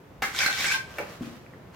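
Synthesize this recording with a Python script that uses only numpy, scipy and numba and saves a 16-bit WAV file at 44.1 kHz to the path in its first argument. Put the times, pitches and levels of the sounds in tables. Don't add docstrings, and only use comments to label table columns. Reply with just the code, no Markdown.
import sys
import numpy as np
from scipy import signal
from scipy.fft import rfft, irfft
from scipy.io import wavfile
from scipy.ndimage import uniform_filter1d
from numba import njit

SR = 44100
rng = np.random.default_rng(int(sys.argv[2]) if len(sys.argv) > 2 else 0)


def amplitude_ratio(level_db):
    exponent = np.asarray(level_db, float) / 20
    return 10 ** exponent


def pcm_store(signal):
    levels = np.round(np.clip(np.atleast_2d(signal), -1, 1) * 32767)
    wavfile.write(sys.argv[1], SR, levels.astype(np.int16).T)


N = 77175
T = np.arange(N) / SR
GRIT_PER_S, GRIT_SCATTER_DB = 14000, 1.5


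def unit(x):
    return x / np.sqrt(np.mean(x ** 2))


def peak(x, db):
    return x * amplitude_ratio(db) / np.abs(x).max()


def colour(x, points):
    hz, db = np.array(points, float).T
    curve_db = np.interp(np.log(np.fft.rfftfreq(4096, 1 / SR) + 1), np.log(hz), db)
    cepstrum = irfft(curve_db * np.log(10) / 20)
    cepstrum[1:2048] *= 2
    cepstrum[2049:] = 0
    return signal.fftconvolve(x, irfft(np.exp(rfft(cepstrum))))[:N]


@njit
def ring(x, hz, fade, rate):
    y, z = np.empty(len(x)), 0j
    for i in range(len(x)):
        z = z * np.exp(2j * np.pi * hz[i] / rate - fade[i] / rate) + x[i]
        y[i] = z.imag
    return y


def body(x, modes, bend=1., extra=0.):
    one = np.ones(N)
    total = 0
    for k, (hz, db, t60) in enumerate(modes):
        fade = (np.log(1000) / max(t60, .004) + extra) * one
        total = total + (-1) ** k * amplitude_ratio(db) * ring(x, hz * bend * one, fade, 1. 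* SR)
    return total


def walk(rate):
    k = int(SR / rate)
    held = np.repeat(rng.standard_normal(N // k + 1), k)[:N]
    return unit(uniform_filter1d(held, k))


def burst(start, hold, fade):
    u = T - start
    return np.clip(u / 0.0007, 0, 1) * np.exp(-np.clip(u - hold, 0, None) / max(fade, .0003))


def blow(start, width):
    return np.exp(-((T - start) / width) ** 2)


def grit(rate, scatter_db):
    draw = rng.random((N, 2)).T
    size_db = np.minimum(-scatter_db * np.log(1 - draw[1]), 3 * scatter_db)
    return unit((draw[0] < rate / SR) * rng.standard_normal(N) * amplitude_ratio(size_db))


# [Hz, dB per Hz]
SITE_SPECTRUM = [(15, -29), (25, -32), (70, -6), (157, -3.5), (263, -8.5), (354, -8.5), (818, -15),
                 (2000, -23.5), (16000, -56)]
# [Hz, dB]
SITE_WIDTH = [(30, -3), (70, -7), (125, -17), (500, -6), (1500, -2), (16000, 0)]
# [s, dB]
TRAFFIC_LEVEL = [
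    (0, -49),
    (.2, -48.5),
    (.6, -46.5),
    (1.1, -46),
    (1.4, -46.5),
    (1.75, -50),
]


def site():
    mid = colour(rng.standard_normal(N), SITE_SPECTRUM)
    side = colour(colour(rng.standard_normal(N), SITE_SPECTRUM), SITE_WIDTH)
    level_db = np.interp(T, *np.array(TRAFFIC_LEVEL).T) + walk(9)
    return np.array([mid + side, mid - side]) / np.sqrt(np.mean(mid ** 2)) * amplitude_ratio(level_db)


# [Hz, dB, s]
SLAP_MODES = [(416, -15, 0.061), (1266, -3, 0.074), (1420, 0.5, 0.039), (1657, 3.5, 0.041),
              (1745, -7, 0.089), (2088, 3, 0.11), (2360, -7, 0.12), (2770, -6, 0.073), (4020, -3, 0.012),
              (4670, -25, .04)]
# [s, dB]
HEEL_BLOWS = [
    (.230, -5),
    (.2345, 4),
    (0.24, -3.5),
]
# [Hz, dB, s]
PLATE_HUM = (780, -25.5, 0.13)
# [Hz, dB per Hz]
SPLAT_SPECTRUM = [(59, -68), (100, -21), (300, -5), (620, -13), (1150, -5.5), (2080, -0.5), (2520, -9),
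                  (16000, -24)]


def slap():
    slap_s, puff_s, puff_hz = .2205, 0.21, 59.4
    env = burst(slap_s, 0.0034, 0.047)
    toe = blow(slap_s + 0.001957, .0001)
    heel = sum(amplitude_ratio(db) * blow(start, .0001) for start, db in HEEL_BLOWS)
    force = env * grit(GRIT_PER_S, GRIT_SCATTER_DB) + 8 * (toe + heel)
    knock = peak(body(force, SLAP_MODES), -16.5)
    hum_hz, hum_db, hum_t60 = PLATE_HUM
    hum = peak(body(blow(slap_s + 0.0023, .0001), [(hum_hz, 0, hum_t60)]), hum_db)
    splat = peak(colour(env * rng.standard_normal(N), SPLAT_SPECTRUM), -17)
    puff = amplitude_ratio(-44) * blow(puff_s, 0.029) * np.cos(2 * np.pi * puff_hz * (T - puff_s))
    return knock + hum + splat + puff


# [s, dB, Hz, dB, 0-1]
STROKE = [(.3, -59, 2200, -4, 0.27), (0.34, -43, 2270, 1.5, 0.3), (.39, -33.5, 2510, 3, 0.24),
          (.45, -34, 2420, 6.5, 0.33), (.49, -40, 2270, 1, 0.22), (.56, -35, 2180, -3, 0.6),
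          (.61, -32.5, 2610, 6.5, 0.29), (0.634, -34.5, 2010, -12, 0.7), (0.646, -31.5, 2220, 3.5, 0.34),
          (.675, -33, 2520, 6, 0.39), (0.715, -35, 2760, 5, 0.76), (.732, -37, 2870, -16, 0.6),
          (0.753, -36.5, 2700, -13, 0.34), (0.778, -44.5, 2800, -3, 0.6), (.82, -83, 2750, -10, 0.5)]
# [s, dB, s, Hz, dB]
STONE_JOLTS = [(0.348, -29, 0.0013, 1530, -27), (0.36, -30, 0.0029, 2180, -33),
               (0.382, -44, 0.0028, 3700, -27), (0.3887, -25.5, 0.0019, 5014, -21.5),
               (.404, -45, 0.0023, 2520, -21), (0.406, -33.5, 0.0062, 1570, -19.5),
               (0.418, -44, 0.0027, 1590, -22), (0.433, -45, 0.0011, 1508, -19),
               (0.453, -53, 0.0017, 1586, -33), (0.4613, -22, 0.0029, 1525, -18),
               (0.4619, -36, 0.0013, 4190, -19), (0.473, -28.5, 0.0038, 2263, -24.5),
               (0.483, -30, 0.0022, 1494, -20), (.498, -40, .002, 1450, -25),
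               (0.5098, -32, .003, 1570, -21.5), (0.527, -36, 0.0025, 3700, -27.5),
               (0.587, -49, 0.0032, 5360, -31), (0.602, -37.5, 0.011, 2350, -28.5),
               (0.6436, -33, 0.003, 1790, -22), (0.658, -45, 0.0045, 2250, -25),
               (0.665, -48, 0.0021, 1700, -28), (0.486, -54, 0.0071, 795, -25),
               (0.666, -54, 0.0059, 8000, -26.5), (.682, -45, 0.0025, 4930, -25),
               (0.712, -34, .004, 1570, -19), (0.719, -30.5, .004, 1660, -21),
               (0.723, -36, 0.0013, 2543, -22), (0.737, -38.5, 0.0038, 5300, -28)]
# [Hz, dB, s]
BLADE_MODES = [(587, -14, 0.48), (786, -15.5, 0.31), (887, -14, 1), (1040, -20, 0.19), (1479, -10.5, 0.19),
               (1542, -2.5, 0.27), (1578, 0, 0.23), (1700, -4, 0.12), (1940, -23, 0.2), (2313, 0, 0.12),
               (2420, -12, 0.21), (2602, -6, 0.22), (3700, -20, 0.14), (5300, -10, 0.23)]
# [Hz, dB per Hz]
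RASP_SPECTRUM = [(300, -24.5), (600, -12), (1200, -9), (1600, -7), (2300, -3), (3200, -1.5), (5500, -4),
                 (16000, -22)]


def drag():
    t, pressure_db, edge_hz, edge_db, damping = np.array(STROKE).T
    chatter_db = 1.2 * walk(45)
    steady = amplitude_ratio(np.interp(T, t, pressure_db, left=-120, right=-120) + chatter_db)
    sand = grit(GRIT_PER_S, GRIT_SCATTER_DB)
    push, kicks, pings = sand * steady, 0, 0
    for start, db, length, ping_hz, ping_db in STONE_JOLTS:
        push = push + amplitude_ratio(db) * burst(start, 0, length) * sand
        kicks = kicks + amplitude_ratio(db + 14) * (np.arange(N) == int(start * SR))
        strike = burst(start - .001, 0, length / 2) * np.sin(2 * np.pi * ping_hz * T)
        pings = pings + peak(body(strike, [(ping_hz, 0, .013)]), ping_db)
    scale = np.sqrt(np.mean(push ** 2))

    damp = np.interp(T, t, damping)
    loss = np.clip(damp, 0, 2) * np.log(1000) / .03
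    flex = 1 + .06 * np.clip(damp - .1, 0, .4) * walk(35)
    blade = unit(body(push + kicks, BLADE_MODES, flex, loss))

    edge_modes = [(0.94, 1, .01), (.84, 0.5, .01), (0.75, -1.5, .01)]  # (pitch ratio, dB, t60 s)
    edge_push = push * amplitude_ratio(np.interp(T, t, edge_db))
    edge = unit(body(edge_push, edge_modes, np.interp(T, t, edge_hz)))

    spectrum, hz = rfft(unit(colour(push, RASP_SPECTRUM))), np.fft.rfftfreq(N, 1 / SR)
    bounds = 17000 * 2. ** np.arange(-6, .1, .5)
    rasp = 0
    for low, high in zip(bounds, bounds[1:]):
        band = irfft(spectrum * (hz >= low) * (hz < high), N)
        rasp = rasp + band * amplitude_ratio(1.5 * walk(30))
    thin = signal.butter(2, 900, "high", fs=SR, output="sos")
    scrape = amplitude_ratio(-.6) * blade + amplitude_ratio(1.5) * edge + amplitude_ratio(2.5) * unit(rasp)
    return scale * scrape + signal.sosfilt(thin, pings)


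# [Hz, dB, s]
FREE_MODES = [(1546, -4.5, 0.23), (1577, 2.5, 0.17), (889, -15, 0.3), (1066, -13.5, 0.31),
              (2460, -17, 0.23), (2060, -8.5, 0.21)]


def lift():
    return peak(body(blow(.739, .0001), FREE_MODES), -19.5)


# [s, dB]
SCOOP_LEVEL = [
    (.8, -106),
    (0.898, -49.5),
    (1.05, -48.5),
    (1.14, -51),
    (1.19, -57.5),
    (1.229, -46),
    (1.33, -54),
    (1.45, -63),
    (1.71, -76),
    (1.75, -49),
]
# [Hz, dB per Hz]
SLURP_SPECTRUM = [(290, -25), (500, 4.5), (831, -9), (880, -17), (1080, 0), (2610, -6), (16000, -22.5)]
# [s, dB, Hz]
CRUMB_FALLS = [
    (1.245, -49, 2630),
    (1.463, -39.5, 1940),
    (1.535, -37.5, 1530),
    (1.544, -43, 1650),
    (1.742, -42, 1180),
]
# [ratio, dB, s]
CRUMB_MODES = [(1., 0, .008), (1.3, -3, .006), (.75, -5, .006)]


def scoop():
    t, db = np.array(SCOOP_LEVEL).T
    level_db = np.interp(T, t, db, left=-120) + 1.9 * walk(30.46)
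    sound = unit(colour(grit(4000, 0.79), SLURP_SPECTRUM)) * amplitude_ratio(level_db)
    for start, crumb_db, pitch_hz in CRUMB_FALLS:
        hit = burst(start, 0, 0.0013) * rng.standard_normal(N)
        sound = sound + peak(body(hit, CRUMB_MODES, pitch_hz), crumb_db)
    return sound


# [Hz, dB, s]
HAWK_MODES = [(303, -12, 0.094), (471, -9, 0.081), (580, 1.5, 0.093), (834, -3, 0.051), (1020, -10, .04),
              (1272, -1, 0.054), (1450, -5, 0.056), (1770, -2, 0.061), (2297, 4, 0.065), (2730, 3, 0.03)]
# [Hz, dB per Hz]
SHUDDER_SPECTRUM = [(120, -55), (300, -13), (590, -8), (800, -13), (1800, -12.5), (2500, -18),
                    (3200, -30.5), (16000, -41)]


def tap():
    tap_s, rebound_s = .9837, 1.0002
    crack = burst(tap_s, 0, 0.0037) * rng.standard_normal(N)
    shudder = colour(burst(tap_s, 0, 0.036) * rng.standard_normal(N), SHUDDER_SPECTRUM)
    force = blow(tap_s, .00008) + amplitude_ratio(-6.5) * blow(rebound_s, 0.00029)
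    return peak(body(force, HAWK_MODES), -21) + peak(crack, -30) + peak(shudder, -24)


# [Hz, dB, s]
BOARD_MODES = [(114, -12, 0.044), (245.6, 2, 0.087), (297, -0.5, 0.082), (317, 0.5, 0.048),
               (667, -1.5, 0.066)]
# [s, dB]
LUMP_THUDS = [
    (1.208, -30.5),
    (1.224, -36),
    (1.246, -48),
    (1.267, -36.5),
    (1.305, -49),
]


def lump():
    force = sum(amplitude_ratio(db) * blow(start + .001, .0007) for start, db in LUMP_THUDS)
    return peak(body(force, BOARD_MODES), LUMP_THUDS[0][1] + 5)


def room(x):
    t60_s, high_t60_s, level_db, side_db = 0.52, 0.42, -9, -2.5
    u = T[:SR]
    noise = rng.standard_normal((2, SR))
    low = signal.sosfilt(signal.butter(1, 2500, fs=SR, output="sos"), noise)
    tail = low * amplitude_ratio(-60 * u / t60_s) + (noise - low) * amplitude_ratio(-60 * u / high_t60_s)
    tail = tail * np.clip(u / 0.0097, 0, 1)
    tail = tail / np.sqrt(np.sum(tail[0] ** 2))
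    mid, side = (signal.fftconvolve(x, h)[:N] for h in tail)
    side = side - signal.sosfilt(signal.butter(1, 400, fs=SR, output="sos"), side)
    side = amplitude_ratio(side_db) * side
    return amplitude_ratio(level_db) * np.array([mid + side, mid - side])


def scatter(near):
    u = T[:2000]
    echoes = rng.standard_normal(len(u)) * np.exp(-u / .05)
    side = signal.fftconvolve(near, echoes / np.sqrt(np.sum(echoes ** 2)))[:N]
    return amplitude_ratio(.3) * signal.sosfilt(signal.butter(1, 2000, "high", fs=SR, output="sos"), side)


def scene():
    near = slap() + drag() + lift() + scoop() + tap() + lump()
    side = scatter(near)
    return np.array([near + side, near - side]) + room(near) + site()


def roll_off(x):
    return signal.sosfilt(signal.butter(12, 16640, fs=SR, output="sos"), x)


# [Hz, dB]
MIC_RESPONSE = [(100, 0.5), (7000, -2), (9600, -5.5), (12500, -1), (15000, -3)]


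def record(dry):
    noisy = dry + amplitude_ratio(-65.5) * rng.standard_normal(dry.shape)
    x = np.array([colour(channel, MIC_RESPONSE) for channel in noisy])
    top = signal.ellip(14, .3, 90, 16000, fs=SR, output="sos")
    return roll_off(signal.sosfilt(top, x))


dry = scene()
out = record(dry)
pcm_store(out)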